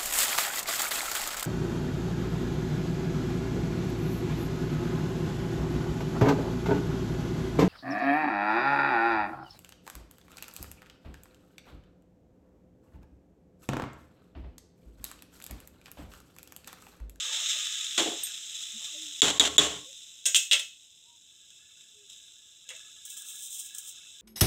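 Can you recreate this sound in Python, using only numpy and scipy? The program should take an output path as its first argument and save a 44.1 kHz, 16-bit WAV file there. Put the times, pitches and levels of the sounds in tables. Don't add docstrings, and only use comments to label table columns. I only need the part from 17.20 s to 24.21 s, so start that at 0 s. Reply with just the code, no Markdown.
import sys
import numpy as np
from scipy import signal
from scipy.fft import rfft, irfft
from scipy.io import wavfile
from scipy.ndimage import uniform_filter1d, minimum_filter1d

SR = 44100
rng = np.random.default_rng(int(sys.argv[2]) if len(sys.argv) > 2 else 0)


def waveform_to_disk(signal):
    frames = np.transpose(np.atleast_2d(signal))
    scaled = np.clip(frames, -1, 1) * 32767
    samples = np.round(scaled).astype(np.int16)
    wavfile.write(sys.argv[1], SR, samples)


N = 309141
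TIME = np.arange(N) / SR

# hz, relative_db_per_hz
ROOM_COLOUR = [(18, -72.5), (30, -35.5), (60, 0), (247, -9), (413, -11), (679, -19.5), (918, -21),
               (1100, -26), (1430, -70.5), (2420, -120)]
ROOM_DB = -78
# middle_s, pitch_hz, level_db, length_s (between the points 1/e of the peak)
DULL_TONES = [(0.097, 507, -58, 0.093), (1.561, 222, -51, 0.042), (1.76, 600, -54, 0.035),
              (1.828, 301, -54.5, 0.17), (2.685, 537, -57.5, 0.075), (3.913, 910, -67, 0.1),
              (4.807, 414, -63.5, 0.11), (5.519, 510, -56.5, 0.051), (5.55, 619, -63, 0.051)]

# time_s, level_db
FRYING_TREND = [(0, -33.5), (.72, -35.5), (1.2, -40.5), (2.0, -41), (3.7, -57.5), (5.4, -56), (6.1, -49.5),
                (7.0, -50.5)]
# start_s, rise_db, fade_s (time constant)
FLARES = [(.118, 3.5, 0.26), (.285, 4.5, 0.054), (1.342, 4, 0.047), (1.41, 3, 0.046), (1.636, 5, 0.039),
          (4.295, 2.5, 0.13), (4.57, 2, 0.098), (4.89, 8.5, 0.12), (5.53, 6.5, 0.13)]
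FLARE_ATTACK_S = 0.01
TURNED_SHARE, SETTLE_S = 0.92, 1.8
# hz, relative_db_per_hz
TURNED_COLOUR = [(650, -51), (1100, -35.5), (1240, -10.5), (1520, -18.5), (1640, -10.5), (2340, -12.5),
                 (3250, 0.5), (3800, -0.5), (4440, -16.5), (5420, -8), (7300, -3), (8810, -15.5),
                 (9520, -30.5), (15500, -31)]
# hz, relative_db_per_hz
RESTING_COLOUR = [(530, -21.5), (900, -22), (1000, -31), (1180, -23.5), (1650, -18.5), (1770, -23.5),
                  (2250, -20.5), (2690, -6.5), (3540, 4), (3890, 2.5), (4390, -26.5), (5120, -6.5),
                  (7680, 2), (9510, -18), (15500, -25.5)]
# start_s, relative_db
SPITS = [(0.646, -40), (0.994, -36), (1.069, -19.5), (2.7293, -30.5), (4.304, -34.5), (4.609, -34.5),
         (4.8994, -31.5), (5.5648, -30), (5.5938, -34), (6.725, -30)]
TONES_EARLY_DB = -19
TONES_FROM_S, TONES_START_DB, TONES_DB_PER_S = 3.91, -75.5, 3.5
# pitch_hz, relative_db, t60_s
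FLICKER_MODES = [(1289, -10, 0.055), (1456, -10.5, 0.13), (1647, -4, 0.087), (1700, -3.5, 0.11),
                 (2240, -9.5, .08), (2658, 3, .08)]

# start_s, length_s, level_db
PUSHES = [(.035, .18, -52), (.29, .13, -61), (1.595, .08, -59.5)]
PUSH_ATTACK_S, PUSH_T60_S = 0.011, 0.32
# pitch_hz, relative_db, t60_s
SQUELCH_MODES = [(290, -5, 0.044), (480, -4, 0.17), (602, -0.5, .08), (707, -6, .07), (815, 0, 0.023),
                 (900, 6.5, 0.16), (1073, -9, 0.062), (1196, 10, 0.079)]
# start_s, length_s, level_db
DRAGS = [(.78, 0.039, -32.5), (.856, .03, -33.5), (.915, 0.037, -44)]
DRAG_ATTACK_S, DRAG_T60_S = 0.0068, 0.14
# pitch_hz, relative_db, t60_s
SCRAPE_MODES = [(71.5, -26, .2), (164, -16, .12), (267, -13, 0.085), (275, -1.5, .1), (329, 10.5, 0.13),
                (413, 5.5, 0.073), (559, 1, 0.066), (703, 4.5, 0.053), (804, -3, .05)]

# start_s, rim_ring_db, judder_db, judder_length_s, tail_db, tail_t60_s, boom_db
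KNOCKS = [(0.645, -32, -59, 0.0034, -61.5, 0.25, -67.5), (0.7784, -22.5, -26, 0.036, -23, 0.49, -58.5),
          (2.0189, 10, -26, 0.097, -23, .6, -32.5), (2.1972, 8.5, -25.5, 0.0895, -27.5, 0.62, -39.5),
          (2.3816, 10, -29, 0.094, -24, 0.64, -33.5)]
# pitch_hz, relative_db, t60_s
RIM_MODES = [(3412, -7, 0.033), (3500, -3.5, 0.014), (3773, -5, 0.029), (7000, -4.5, 0.02),
             (7560, 1.5, 0.0075), (3260, -40, 0.18), (3524, -53.5, 0.12), (3840, -42, 0.29),
             (7650, -47, 0.14)]
# pitch_hz, relative_db, t60_s
POT_MODES = [(73, -6, 0.29), (119.7, -11.5, 0.26), (165.3, -3.5, 0.33), (229.4, -17, 0.14),
             (295.5, 1, 0.42), (424.7, 2, 0.18), (495, -12.5, .12), (670, -13, .15), (1094, -1, 0.11)]
# hz, relative_db_per_hz
POT_COLOUR = [(120, -60.5), (200, -15), (293, -3), (352, -15.5), (422, -1.5), (462, -7), (641, -5),
              (992, -8.5), (1070, -10), (2470, -9), (3420, 3), (4660, -15.5), (7350, -3.5), (9480, -23.5),
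              (15500, -35.5)]
CRACK_DB = -10
POT_STEADY_S = 2.677

# start_s, relative_db
SQUEAKS = [(1.035, -26.5), (1.05, -42)]
# pitch_hz, relative_db, t60_s
SQUEAK_MODES = [(8380, 6.5, 0.046), (8660, -6, 0.24), (9850, -12, 0.12), (13100, -8, 0.19),
                (13100, -16, .08), (14400, -11, .04), (15400, -13, .05)]

# start_s, relative_db, treble_db, worktop_thud_db
CLATTER = [(3.0554, -19.5, 0, -49), (3.0614, -22, 9.5, -42), (3.146, -16.5, 0, -58),
           (3.1567, -14, -4.5, -77), (3.1622, -20, 8.5, -47.5), (3.3121, -12, -13.5, -48),
           (3.321, -14.5, -7.5, -36), (3.331, -14, -7, -34), (3.395, -28.5, -1, -47.5),
           (5.4899, -39, 0, -57), (5.503, -42, -2, -47.5)]
# pitch_hz, relative_db, t60_s
SPOON_MODES = [(1357, -24.5, 0.26), (1576, -18.5, 0.22), (2180, -16, 0.22), (2610, -8.5, 0.33),
               (2695, -0.5, 0.14), (2850, -1.5, 0.15), (3430, -9, 0.17), (3394, 6, 0.057),
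               (3830, 1.5, 0.122), (5080, -9, 0.26), (6500, -11, 0.38), (6860, -1.5, 0.32), (7450, 0, 0.13),
               (8830, -9.5, 0.097), (8680, 0, 0.12), (9860, -4.5, 0.067)]
# hz, relative_db_per_hz
SPOON_COLOUR = [(710, -78), (1200, -35.5), (2090, -14.5), (2160, -21), (2330, -18.5), (2570, -5), (3390, 1),
                (4770, -20), (5090, -11), (5670, -6.5), (8240, -3), (9270, -21.5), (15500, -24.5)]
# hz, relative_db_per_hz
WORKTOP_COLOUR = [(200, -25), (400, -15), (560, 0.5), (780, -16.5), (920, -10.5), (1300, -12), (2200, 4.5),
                  (3000, -36)]

# start_s, length_s, relative_db
RUSTLES = [(5.86, 0.79, -48.5), (6.075, 0.071, -46), (6.21, .04, -45), (6.29, 0.12, -43),
           (6.645, 0.05, -42.5)]
RUSTLE_ATTACK_S, RUSTLE_T60_S = 0.031, 0.14
# start_s, relative_db, t60_s
CRINKLES = [(5.852, -36.5, 0.095), (5.9, -38.5, 0.093), (5.969, -35, 0.12), (6.221, -43, 0.073),
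            (6.549, -30, 0.015), (6.583, -29.5, 0.049)]
# hz, relative_db_per_hz
RUSTLE_COLOUR = [(1180, -36), (2000, -44), (2350, -32), (3290, -5), (3800, -8), (4440, -27), (5180, -11.5),
                 (7170, 1), (8660, 1.5), (9430, -9.5), (11500, -14), (12700, -9), (13900, -21), (15500, -5)]

CUTOFF_HZ, LOOK_AHEAD_S = 15700, 0.0105


def from_db(db):
    return 10 ** (np.asarray(db) / 20)


def rms_one(x):
    return x / np.sqrt(np.mean(x ** 2) + 1e-20)


def in_time(rows):
    return np.interp(TIME, *np.transpose(rows))


def drift(per_s):
    return rms_one(np.interp(TIME * per_s, np.arange(4000), rng.standard_normal(4000)))


def strokes(rows, attack_s, t60):
    gain = np.zeros(N)
    for s, length, db in rows:
        swell = np.clip((TIME - s) / attack_s, 0, 1)
        after_s = np.maximum(TIME - s - length, 0)
        gain += swell * from_db(db - 60 * after_s / t60)
    return gain


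def add(track, s, sound):
    start = round(s * SR)
    track[start:start + len(sound)] += sound[:N - start]


def coloured(x, spectrum, size=4096):
    hz, db = np.transpose(spectrum)
    bins = np.maximum(np.fft.rfftfreq(size, 1 / SR), 1)
    log_gain = np.log(from_db(np.interp(np.log(bins), np.log(hz), db)))
    cepstrum = irfft(log_gain)
    cepstrum[1:size // 2] *= 2
    cepstrum[size // 2 + 1:] = 0
    response = irfft(np.exp(rfft(cepstrum)))[:size // 2]
    return signal.oaconvolve(x, response / np.linalg.norm(response))[:len(x)]


def dying(t60):
    return np.exp(-np.log(1000) * TIME[:SR] / max(t60, 1e-3))


def burst(t60):
    return rng.standard_normal(SR) * dying(t60)


def ring(modes, spread_db):
    out = np.zeros(SR)
    for hz, db, t60 in modes:
        strength = from_db(db + spread_db * rng.standard_normal()) * rng.choice([-1, 1])
        out += strength * np.sin(2 * np.pi * hz * TIME[:SR]) * dying(t60)
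    return out


def echoing(x, wet_db, t60):
    tail = burst(t60)
    return x + from_db(wet_db) * signal.oaconvolve(x, tail / np.linalg.norm(tail))[:N]


def grains(per_s, spread_db):
    sizes = from_db(spread_db * np.minimum(rng.exponential(1, N), 5))
    signs = rng.choice([-1, 1], N)
    return rms_one(sizes * signs * (rng.random(N) < per_s / SR))


def snaps(rows, tail_db, tail_t60):
    out = np.zeros(N)
    for s, db, t60 in rows:
        add(out, s, from_db(db) * (burst(t60) + from_db(tail_db) * burst(tail_t60)))
    return out


def rung_at_random(modes, per_s, spread_db):
    out = np.zeros(N)
    for hz, db, t60 in modes:
        radius = from_db(-60 / (t60 * SR))
        angle = 2 * np.pi * hz / SR
        poles = [1, -2 * radius * np.cos(angle), radius * radius]
        rung = signal.lfilter([1, 0, -1], poles, grains(per_s, spread_db) + 1e-18)
        out += from_db(db) * rms_one(rung)
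    return rms_one(out)


def close_modes(spectrum, t60, count):
    hz, db = np.transpose(spectrum)
    pitches = np.linspace(1300, 15300, count) + rng.uniform(-90, 90, count)
    gains = from_db(np.interp(pitches, hz, db))
    gains *= np.sqrt(2) / np.linalg.norm(gains)
    return gains[:, None] * np.sin(2 * np.pi * pitches[:, None] * TIME[:SR]) * dying(t60)


def background():
    out = from_db(ROOM_DB) * coloured(rng.standard_normal(N), ROOM_COLOUR)
    for middle_s, hz, db, length in DULL_TONES:
        phase = 2 * np.pi * np.cumsum(hz * (1 + 0.0248 * drift(40))) / SR
        swell = np.exp(-(2 * (TIME - middle_s) / length) ** 2)
        out += from_db(db) * swell * np.sin(phase)
    return out


def vigour_db():
    level_db = in_time(FRYING_TREND)
    for s, rise_db, fade_s in FLARES:
        attack = np.clip((TIME - s) / FLARE_ATTACK_S, 0, 1)
        fade = np.exp(-np.maximum(TIME - s - FLARE_ATTACK_S, 0) / fade_s)
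        level_db += rise_db * attack * fade
    return level_db


def flickering_tones(turned, level_db):
    following = turned * from_db(level_db + TONES_EARLY_DB)
    later_s = TIME - TONES_FROM_S
    growing = np.clip(later_s / 0.36, 0, 1) * from_db(TONES_START_DB + TONES_DB_PER_S * later_s)
    flicker = from_db(3.9 * drift(10))
    tones = rung_at_random(FLICKER_MODES, per_s=24, spread_db=-0.5)
    return (following + growing) * flicker * tones


def sizzle():
    fizz = rms_one(grains(per_s=3500, spread_db=3.0) + from_db(-3.0) * rng.standard_normal(N))
    fizz = rms_one(echoing(fizz, wet_db=-8.5, t60=0.072))
    level_db = vigour_db()
    fizz = fizz * from_db(level_db + 0.46 * drift(30))
    spits = [(s, db, 0.012) for s, db in SPITS]
    fizz += from_db(-8) * snaps(spits, tail_db=-18.5, tail_t60=0.56)
    turned = np.clip(TURNED_SHARE * np.exp(-TIME / SETTLE_S), 0, 1)
    fresh = turned * coloured(fizz, TURNED_COLOUR)
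    resting = (1 - turned) * coloured(fizz, RESTING_COLOUR)
    return fresh + resting + flickering_tones(turned, level_db)


def stirring():
    push = strokes(PUSHES, PUSH_ATTACK_S, PUSH_T60_S)
    squelch = push * rung_at_random(SQUELCH_MODES, per_s=35, spread_db=5.5)
    drag = strokes(DRAGS, DRAG_ATTACK_S, DRAG_T60_S)
    scrape = drag * rung_at_random(SCRAPE_MODES, per_s=250, spread_db=3.0)
    return squelch + scrape


def knocks():
    rim, wall, shaking = np.zeros((3, N))
    for s, rim_db, judder_db, length, tail_db, tail_t60, boom_db in KNOCKS:
        add(rim, s, from_db(rim_db) * ring(RIM_MODES, spread_db=2.5))
        touching = np.clip((length - TIME[:SR]) / 0.0069, 0, 1)
        judder = from_db(judder_db) * touching * grains(per_s=5000, spread_db=3.0)[:SR]
        bright = coloured(burst(0.037), [(9000, 3.5), (13000, 11.0)])
        crack = from_db(rim_db + CRACK_DB) * bright
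        add(wall, s, crack + judder + from_db(tail_db) * burst(tail_t60))
        add(shaking, s, from_db(boom_db - 2.0) * dying(0.91))
    moving = np.clip((POT_STEADY_S - TIME) / 0.11, 0, 1)
    boom = shaking * rung_at_random(POT_MODES, per_s=300, spread_db=3.5)
    rim = signal.sosfilt(signal.butter(2, 1500, "high", fs=SR, output="sos"), rim)
    return rim + moving * (boom + coloured(wall, POT_COLOUR))


def squeaks():
    out = np.zeros(N)
    for s, db in SQUEAKS:
        add(out, s, from_db(db - 2.0) * ring(SQUEAK_MODES, spread_db=1.0))
    return out


def clatter():
    steel, thuds = np.zeros((2, N))
    lesser = close_modes(SPOON_COLOUR, t60=0.14, count=70)
    for s, db, treble_db, thud_db in CLATTER:
        noise = from_db(1.0) * burst(0.021) + from_db(-10.5) * burst(0.35)
        hit = coloured(noise, SPOON_COLOUR)
        hit += from_db(-6.5) * (rng.standard_normal(len(lesser)) @ lesser)
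        hit += from_db(-11.5) * ring(SPOON_MODES, spread_db=2.5)
        hit = coloured(hit, [(4200, 0), (6500, treble_db)]) * from_db(treble_db / 2)
        add(steel, s, from_db(db) * hit)
        add(thuds, s, from_db(thud_db) * burst(0.21))
    steel = signal.sosfilt(signal.butter(6, 1150, "high", fs=SR, output="sos"), steel)
    return steel + coloured(thuds, WORKTOP_COLOUR)


def rustle():
    handling = strokes(RUSTLES, RUSTLE_ATTACK_S, RUSTLE_T60_S)
    crackle = grains(per_s=6000, spread_db=3.0) * handling * from_db(2.4 * drift(50))
    crackle += snaps(CRINKLES, tail_db=-33, tail_t60=0.1)
    return coloured(echoing(crackle, wet_db=-5.5, t60=0.13), RUSTLE_COLOUR)


def scene():
    pot = sizzle() + stirring() + knocks() + squeaks()
    return (background() + pot + clatter() + rustle())[None]


def limited(x, ceiling_db, release_db_per_s, ahead_s):
    over_db = np.maximum(20 * np.log10(np.abs(x) + 1e-9) - ceiling_db, 0)
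    half = max(int(ahead_s * SR / 2), 1)
    over_db = -minimum_filter1d(-over_db, 2 * half + 1, origin=-half)
    recovery_db = release_db_per_s * TIME
    over_db = np.maximum.accumulate(over_db + recovery_db) - recovery_db
    return x * from_db(-uniform_filter1d(over_db, size=48))


def record(dry):
    out = signal.sosfilt(signal.butter(4, 62, "high", fs=SR, output="sos"), dry[0])
    out = limited(out, ceiling_db=-1.5, release_db_per_s=1595.5, ahead_s=LOOK_AHEAD_S)
    return signal.sosfilt(signal.ellip(10, 0.2, 70, CUTOFF_HZ, fs=SR, output="sos"), out)[None]


dry = scene()
out = record(dry)
waveform_to_disk(out)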